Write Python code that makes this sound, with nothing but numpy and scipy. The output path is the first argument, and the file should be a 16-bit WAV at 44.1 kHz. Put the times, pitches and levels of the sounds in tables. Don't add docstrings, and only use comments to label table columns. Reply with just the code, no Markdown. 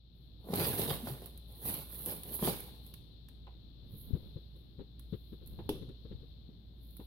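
import sys
import numpy as np
from scipy import signal
from scipy.fft import rfft, irfft, next_fast_len
from scipy.io import wavfile
from scipy.ndimage import uniform_filter1d, map_coordinates

SR = 44100
rng = np.random.default_rng(int(sys.argv[2]) if len(sys.argv) > 2 else 0)


def int16_out(signal):
    q = np.round(np.clip(np.atleast_2d(signal).T, -1, 1) * 32767)
    wavfile.write(sys.argv[1], SR, q.astype(np.int16))


N = 311346

# t/s, hold/s, flap level/dB, crumple level/dB, sizzle level/dB
BAG_PUSHES = [(0.461,.012,-53,-84,-73), (0.502,0.016,-49,-82,-62), (0.552,0.043,-37,-49.5,-42.5),
              (0.613,0.028,-40,-45.5,-36), (0.678,0.065,-43.5,-51.5,-39), (0.786,0.053,-38.5,-47.5,-36),
              (0.902,0.012,-37.5,-47.5,-38), (1.08,0.0082,-44.5,-54.5,-44), (1.175,0.093,-58.5,-72,-59.5),
              (1.508,0.16,-61,-78,-60), (1.674,0.019,-42.5,-52,-35.5), (1.734,0.061,-51.5,-57.5,-45.5),
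              (1.926,0.094,-59.5,-66,-46), (2.079,0.033,-44,-54,-38), (2.261,0.075,-50.5,-65.5,-49),
              (2.344,0.016,-61,-65,-39.5), (2.446,0.05,-38,-46.5,-35), (2.591,0.0051,-73,-63.5,-49),
              (2.864,0.0058,-63.5,-79,-59)]
# t/s, tick level/dB, lower crack level/dB
CREASE_SNAPS = [(0.5374,-40,-36.5), (0.5578,-27.5,-58), (.67,-30.5,-42), (.7941,-33,-45),
                (1.259,-39.5,-52.5), (1.3762,-46.5,-62), (1.7405,-28.5,-49), (2.0603,-28.5,-49),
                (2.2333,-38.5,-50.5), (2.3416,-33,-66), (2.6037,-38,-60), (2.767,-76,-74), (2.8649,-50,-60),
                (2.9392,-45,-50.5), (3.2862,-54,-57), (4.563,-66,-72), (4.995,-50.5,-57), (5.4622,-53,-73),
                (5.474,-48,-78), (5.891,-71.5,-64.5), (6.907,-58.5,-76), (6.9682,-45.5,-63)]
# t/s, crack level/dB, thud level/dB
PANEL_BUCKLES = [(0.487,-62.5,-42), (0.5344,-61,-33), (0.6154,-51,-32.5), (0.7359,-48,-31.5),
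                 (0.794,-48,-38), (.8495,-52,-58), (0.9044,-36.5,-39), (1.071,-40.5,-41), (1.221,-65,-47.5),
                 (2.391,-45.5,-46.5), (2.4259,-61,-27), (2.4752,-48,-26), (2.682,-76,-48)]
# centre t/s, level/dB, f/Hz, 1/e half-width/s
CAVITY_BOOMS = [(.505,-32.5,178,0.0069), (.555,-36.5,176,0.025), (.625,-31,154,0.0093),
                (1.043,-36,234,0.013), (1.124,-38,132,0.03)]
# t/s, hold/s, level/dB
FUR_BRUSHES = [(.17,.085,-81), (3.92,0.05,-65), (3.99,0.025,-55), (4.15,.06,-74.5), (4.57,0.024,-75.5),
               (5.12,.22,-73), (5.5,0.009,-65), (5.6,.2,-80), (6,0.32,-86.5), (6.84,0.2,-67)]
# t/s, level/dB
HOLLOW_TAPS = [(3.470, -53), (4.792, -62.5), (5.589, -51), (6.999, -56.5)]
# t/s, push level/dB, f/Hz, rattle level/dB, left minus right/dB
FINGER_BUMPS = [(3.936,-37.5,132,-59,-5), (4.107,-34,216,-60,22), (4.133,-24,95.6,-51.5,33),
                (4.149,-27,155,-47.5,6.5), (4.359,-33,111.4,-50.5,6.5), (4.55,-56,110,-59.5,-1),
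                (4.784,-39,123,-50.5,7), (4.797,-48,260,-46,9), (5.125,-29.5,166,-41,8.5),
                (5.145,-36,116,-55,3), (5.321,-43.5,196,-48,7), (5.412,-48,114,-55.5,7),
                (5.585,-43,142,-45,0), (5.815,-38.5,171,-49.5,17), (5.884,-40.5,132,-49,3),
                (6.046,-43.5,128,-52.5,5.5), (6.109,-42.5,155,-47,8), (6.15,-39,89.5,-71,25),
                (6.219,-42,110,-56,5.5), (6.49,-41.5,204,-62.5,5), (6.995,-37.5,240,-51,1)]
# t/s, hold/s, level/dB
GRIP_SHIFTS = [(2.75,0.065,-67), (3.42,.2,-64), (3.86,0.042,-54), (4.08,0.14,-49.5), (5.52,0.25,-49),
               (6.08,.1,-55)]
# f/Hz, relative level/dB, T60/s
CASE_MODES = [(310, 1, 0.13), (410.5, 7, 0.091), (512, -22, 0.17), (636, -19, .06), (860, -9.5, 0.051)]
# f/Hz, level/dB
HUM_HARMONICS = [(57.8, -51), (115.6, -65.5), (173.4, -75)]
# t/s, level/dB
HISS_CONTOUR = [(0,-71.5), (.4,-66.5), (2.7,-61), (3.4,-67.5), (4.3,-64), (4.75,-68.5), (5.9,-64),
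                (6.3,-66), (6.75,-70.5), (7.06,-65.5)]
# f/Hz, T60/s
ROOM_T60 = [(150, 0.44), (450, 0.18), (1000, 0.36), (4000, 0.61), (14000, 0.35)]

# f/Hz, relative spectral density level/dB
PANEL_SPECTRUM = [(35,-23), (60,-9.5), (105,0.5), (170,-1), (250,-4.5), (330,-5), (460,-5), (620,-9.5),
                  (850,-13.5), (1400,-28.5), (2200,-57)]
CRUMPLE_SPECTRUM = [(500, -12.5), (1000, 0.5), (1500, -0.5), (2400, -1), (3300, 2.5), (4200, 3),
                    (5200, -5.5), (7000, -12.5), (9000, -1), (15000, -36)]
SIZZLE_SPECTRUM = [(4000, -58), (7000, -51.5), (8500, -21.5), (10000, -2), (11700, 1), (13500, 0),
                   (16000, -4.5)]
BUCKLE_SPECTRUM = [(400, -13.5), (900, 10), (1500, 3), (2400, -6), (3600, -22), (5000, -14.5), (9000, -30)]
BRUSH_SPECTRUM = [(4000, -67), (8000, -43), (10000, -10.5), (11500, 1.5), (13500, -2.5), (16000, -5.5)]
TAP_SPECTRUM = [(400, -4), (700, 0), (920, 1.5), (1200, -10), (2000, -19), (3000, -14), (5000, -58)]
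RUB_SPECTRUM = [(40, 8), (100, 11), (170, 4.5), (300, -6.5), (480, -11), (750, -22.5), (2000, -34.5),
                (6000, -54)]
RATTLE_SPECTRUM = [(100, 4.5), (200, 5.5), (310, 5.5), (420, 6.5), (530, 1.5), (680, -30), (1000, -20),
                   (1600, -25), (2400, -33), (4000, -16), (6000, -65)]
KNOCK_SPECTRUM = [(300, 1), (800, 13.5), (1400, -22), (2300, -4), (3500, 11), (4600, -1), (6000, -3),
                  (7500, -19), (11500, 8.5), (13500, -7), (16000, -2)]
AIR_SPECTRUM = [(20,-36.5), (28,-19.5), (42,-17), (62,-14.5), (81,-14.5), (140,-16.5), (300,-27),
                (380,-31.5), (1000,-49.5), (2200,-56), (7000,-72), (10000,-69), (14000,-56.5), (16000,-63)]
HISS_SPECTRUM = [(1500,-43), (2300,-23), (3000,-11.5), (3350,-4), (3620,1.5), (3820,-3), (3980,2),
                 (4330,-2), (4600,-13.5), (5200,-20), (6300,-36), (8000,-54)]

# f/Hz, correlation coefficient
BAG_CORRELATION = [(100, 1), (450, 0.97), (750, 1), (1300, 0.71), (2500, 0.28), (12000, .25)]
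CASE_CORRELATION = [(100, 0.53), (500, 0.85), (1000, 0.33), (2000, 0.15)]
AIR_CORRELATION = [(60, 0.19), (130, 0.95), (300, 0.58), (700, 0), (1500, 0)]

# rise/(dB/s), fall/(dB/s), settling tail level/dB, tail fall/(dB/s)
FLAP_ENVELOPE = (333.5, 262.5, -13.5, 45.5)
CRUMPLE_ENVELOPE = (376, 299, -16, 52.5)
SIZZLE_ENVELOPE = (290, 278.5, -16, 68)
BRUSH_ENVELOPE = (296, 244, -13, 38.5)
GRIP_ENVELOPE = (115, 131, -6, 46)

BAG_LEAD_MS = .18
SNAP_PAN_DB, SNAP_SCATTER_DB = -4, 1.8
KNOCK_S, SETTLE_ONSET_S = 5.692, 0.023
BAND_LIMIT_HZ = 15950


def bag_rustle():
    s, hold, flap_db, crumple_db, sizzle_db = np.transpose(BAG_PUSHES)
    flap = swells(zip(s, hold, flap_db), FLAP_ENVELOPE)
    crumple = swells(zip(s, hold, crumple_db), CRUMPLE_ENVELOPE)
    sizzle = swells(zip(s, hold, sizzle_db), SIZZLE_ENVELOPE)
    clumps_db = wobble(70)
    popping = 1 + .35 * fold_pops(60, spread_db=9)
    panels = friction(900, spread_db=1.4, smooth=0.64) * amp(0.83 * clumps_db)
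    folds = facet_resonances(friction(1500, spread_db=2.5, smooth=.7), depth_db=3.2)
    folds *= amp(clumps_db) * popping
    fibres = facet_resonances(friction(3000, spread_db=3.8, smooth=1.0), depth_db=2)
    fibres *= amp(1.3 * clumps_db)
    panels = flap * coloured(panels, PANEL_SPECTRUM, BAG_CORRELATION, BAG_LEAD_MS)
    folds = crumple * coloured(folds, CRUMPLE_SPECTRUM, BAG_CORRELATION, BAG_LEAD_MS)
    fibres = sizzle * coloured(fibres, SIZZLE_SPECTRUM, BAG_CORRELATION, BAG_LEAD_MS)
    return panels + amp([[3], [4.5]]) * folds + amp([[-3], [2]]) * fibres


def fold_pops(per_s, spread_db):
    count = int(per_s * N / SR)
    jitter, weakness = rng.random((count, 2)).T
    onsets = ((np.arange(count) + jitter) / count * (N - 1)).astype(int)
    jumps = np.zeros(N)
    jumps[onsets] = amp(-spread_db * weakness)
    return unit(signal.fftconvolve(jumps, decay(0.0389))[:N])


def facet_resonances(x, depth_db):
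    spectra = signal.stft(x, nperseg=512)[2]
    peaks = rng.standard_normal(spectra.shape[1:])
    peaks = uniform_filter1d(peaks, size=4, axis=0)
    peaks = uniform_filter1d(peaks, size=7, axis=1)
    return signal.istft(spectra * amp(depth_db * unit(peaks)), nperseg=512)[1][:, :N]


def bag_crackles():
    out = np.zeros((2, N))
    tick = decay(.014) + .3 * decay(.07)
    for s, tick_db, crack_db in CREASE_SNAPS:
        pan_db = SNAP_PAN_DB + SNAP_SCATTER_DB * rng.standard_normal()
        add(out, s, amp(tick_db) * burst(SIZZLE_SPECTRUM, tick), pan_db)
        add(out, s, amp(crack_db) * burst(CRUMPLE_SPECTRUM, decay(.028)), pan_db / 2)
    for s, crack_db, thud_db in PANEL_BUCKLES:
        add(out, s, amp(crack_db) * burst(BUCKLE_SPECTRUM, decay(0.046)))
        add(out, s, amp(thud_db) * burst(PANEL_SPECTRUM, decay(0.07)))
    return out


def bag_booms():
    t = np.arange(N) / SR
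    notes = np.zeros(N)
    for s, db, hz, half_width in CAVITY_BOOMS:
        envelope = amp(db) * np.exp(-((t - s) / half_width) ** 2)
        notes += envelope * np.sin(2 * np.pi * hz * (t - s))
    return np.array([notes, notes])


def fur_brushing():
    slips = friction(2004, spread_db=4.5, smooth=.8)
    sizzle = coloured(slips, BRUSH_SPECTRUM, BAG_CORRELATION, BAG_LEAD_MS)
    return swells(FUR_BRUSHES, BRUSH_ENVELOPE) * sizzle * amp([[-3], [2]])


def finger_handling():
    gripping = swells(GRIP_SHIFTS, GRIP_ENVELOPE)
    out = gripping * coloured(friction(600, spread_db=1.9, smooth=1.0), RUB_SPECTRUM, CASE_CORRELATION)
    t = np.arange(SR // 3) / SR
    slip = (t / 0.011) ** 2 * np.exp(2 - 2 * t / .012)
    slip_rms = np.sqrt(np.mean(slip ** 2))
    for s, push_db, hz, rattle_db, pan_db in FINGER_BUMPS:
        cycles = hz * t
        envelope = cycles / 0.41 * np.exp(1 - cycles / 0.41)
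        push = -envelope * np.sin(2 * np.pi * cycles)
        rattle = slip_rms * unit(slip * coloured(noise(len(t)), RATTLE_SPECTRUM, CASE_CORRELATION))
        add(out, s, amp(push_db) * push + amp(rattle_db) * rattle, pan_db)
    return out


def case_knock():
    t = np.arange(SR // 3) / SR
    modes = sum(amp(db) * decay(t60) * np.sin(2 * np.pi * hz * t) for hz, db, t60 in CASE_MODES)
    body, crack = np.zeros((2, 2, N))
    add(body, KNOCK_S, amp(-32.5) * modes, pan_db=3.0)
    add(body, KNOCK_S, amp(-38.0) * burst(RATTLE_SPECTRUM, decay(0.45)))
    add(crack, KNOCK_S, amp(-36.5) * burst(KNOCK_SPECTRUM, decay(0.027) + 0.32 * decay(0.18)))
    return body + reverberate(crack, wet_db=-7)


def hollow_taps():
    out = np.zeros((2, N))
    for s, db in HOLLOW_TAPS:
        add(out, s, amp(db) * burst(TAP_SPECTRUM, decay(.11)))
    return out


def background():
    t = np.arange(N) / SR
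    hum = np.zeros(N)
    for hz, db in HUM_HARMONICS:
        wavering = amp(db + 1.8 * wobble(5))
        hum += wavering * np.sin(2 * np.pi * hz * t + .1 * wobble(1.6))
    air = amp(-57) * coloured(noise(), AIR_SPECTRUM, AIR_CORRELATION)
    hiss_gain = amp(np.interp(t, *np.transpose(HISS_CONTOUR))) * amp([[3], [-18]])
    hiss = hiss_gain * coloured(noise(), HISS_SPECTRUM, AIR_CORRELATION)
    fade_in = amp(np.interp(t, [0, .2, .45], [-9, -2, 0]))
    return (hum + air) * fade_in + hiss


def reverberate(x, wet_db):
    hz, t, spectra = signal.stft(noise(SR // 2), SR, nperseg=256)
    absorption = amp(-60 * t / along(ROOM_T60, hz)[:, None])
    tail = signal.istft(spectra * absorption, SR, nperseg=256)[1]
    tail /= np.linalg.norm(tail[0])
    return x + amp(wet_db) * signal.fftconvolve(x, tail, axes=1)[:, :N]


def friction(slips_per_s, spread_db, smooth):
    sizes = amp(spread_db * np.clip(rng.standard_normal(N), -2, 2))
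    slipping = rng.random(N) < slips_per_s / SR
    return unit(sizes * slipping * noise()) + smooth * noise()


def swells(movements, shape):
    rise_db_per_s, fall_db_per_s, tail_db, tail_db_per_s = shape
    t = np.arange(0, N / SR, .001)
    power = np.zeros(len(t))
    for s, hold, db in movements:
        before, after = np.maximum(s - t, 0), np.maximum(t - s - hold, 0)
        tail = amp(tail_db - tail_db_per_s * after) * (1 - np.exp(-after / SETTLE_ONSET_S))
        power += (amp(db - rise_db_per_s * before) * (amp(-fall_db_per_s * after) + tail)) ** 2
    return np.interp(np.arange(N) / SR, t, np.sqrt(power))


def burst(spectrum, envelope):
    return envelope * coloured(noise(len(envelope)), spectrum, BAG_CORRELATION, BAG_LEAD_MS)


def coloured(pair, spectrum, correlation, lead_ms=0):
    def mid_side_gains(hz):
        angle = np.arccos(np.clip(along(correlation, hz), -1, 1)) / 2
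        return amp(along(spectrum, hz)) * np.array([np.cos(angle), np.sin(angle)])
    mid, side = filtered(pair, mid_side_gains)
    delay = lambda hz: np.exp(1j * np.pi * np.outer([1, -1], hz) * lead_ms / 1000)
    return unit(filtered(np.array([mid + side, mid - side]), delay))


def filtered(x, response):
    n = x.shape[-1]
    padded = next_fast_len(n + 8192)
    return irfft(rfft(x, padded) * response(np.fft.rfftfreq(padded, 1 / SR)), padded)[..., :n]


def add(track, s, sound, pan_db=0):
    start = round(s * SR)
    sides = amp([[pan_db / 2], [-pan_db / 2]])
    track[:, start:start + sound.shape[-1]] += (sound * sides / sides.mean())[:, :N - start]


def decay(t60):
    return amp(-60 * np.arange(SR // 3) / SR / max(t60, .001))


def wobble(knots_per_s):
    knots = rng.standard_normal(int(N * knots_per_s / SR) + 4)
    return map_coordinates(knots, [np.arange(N) * knots_per_s / SR])


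def noise(size=N):
    return rng.standard_normal((2, size))


def along(points, hz):
    frequencies, values = np.transpose(points)
    return np.interp(np.log(hz + 1), np.log(frequencies + 1), values)


def amp(db):
    return 10 ** (np.asarray(db) / 20)


def unit(x):
    return x / np.sqrt(np.mean(x ** 2) + 1e-20)


def scene():
    direct = bag_rustle() + fur_brushing() + bag_crackles() + hollow_taps()
    in_room = reverberate(direct, wet_db=-7.5)
    return in_room + bag_booms() + finger_handling() + case_knock() + background()


def record(dry):
    return filtered(dry, lambda hz: 1 / (1 + (hz / BAND_LIMIT_HZ) ** 150))


dry = scene()
out = record(dry)
int16_out(out)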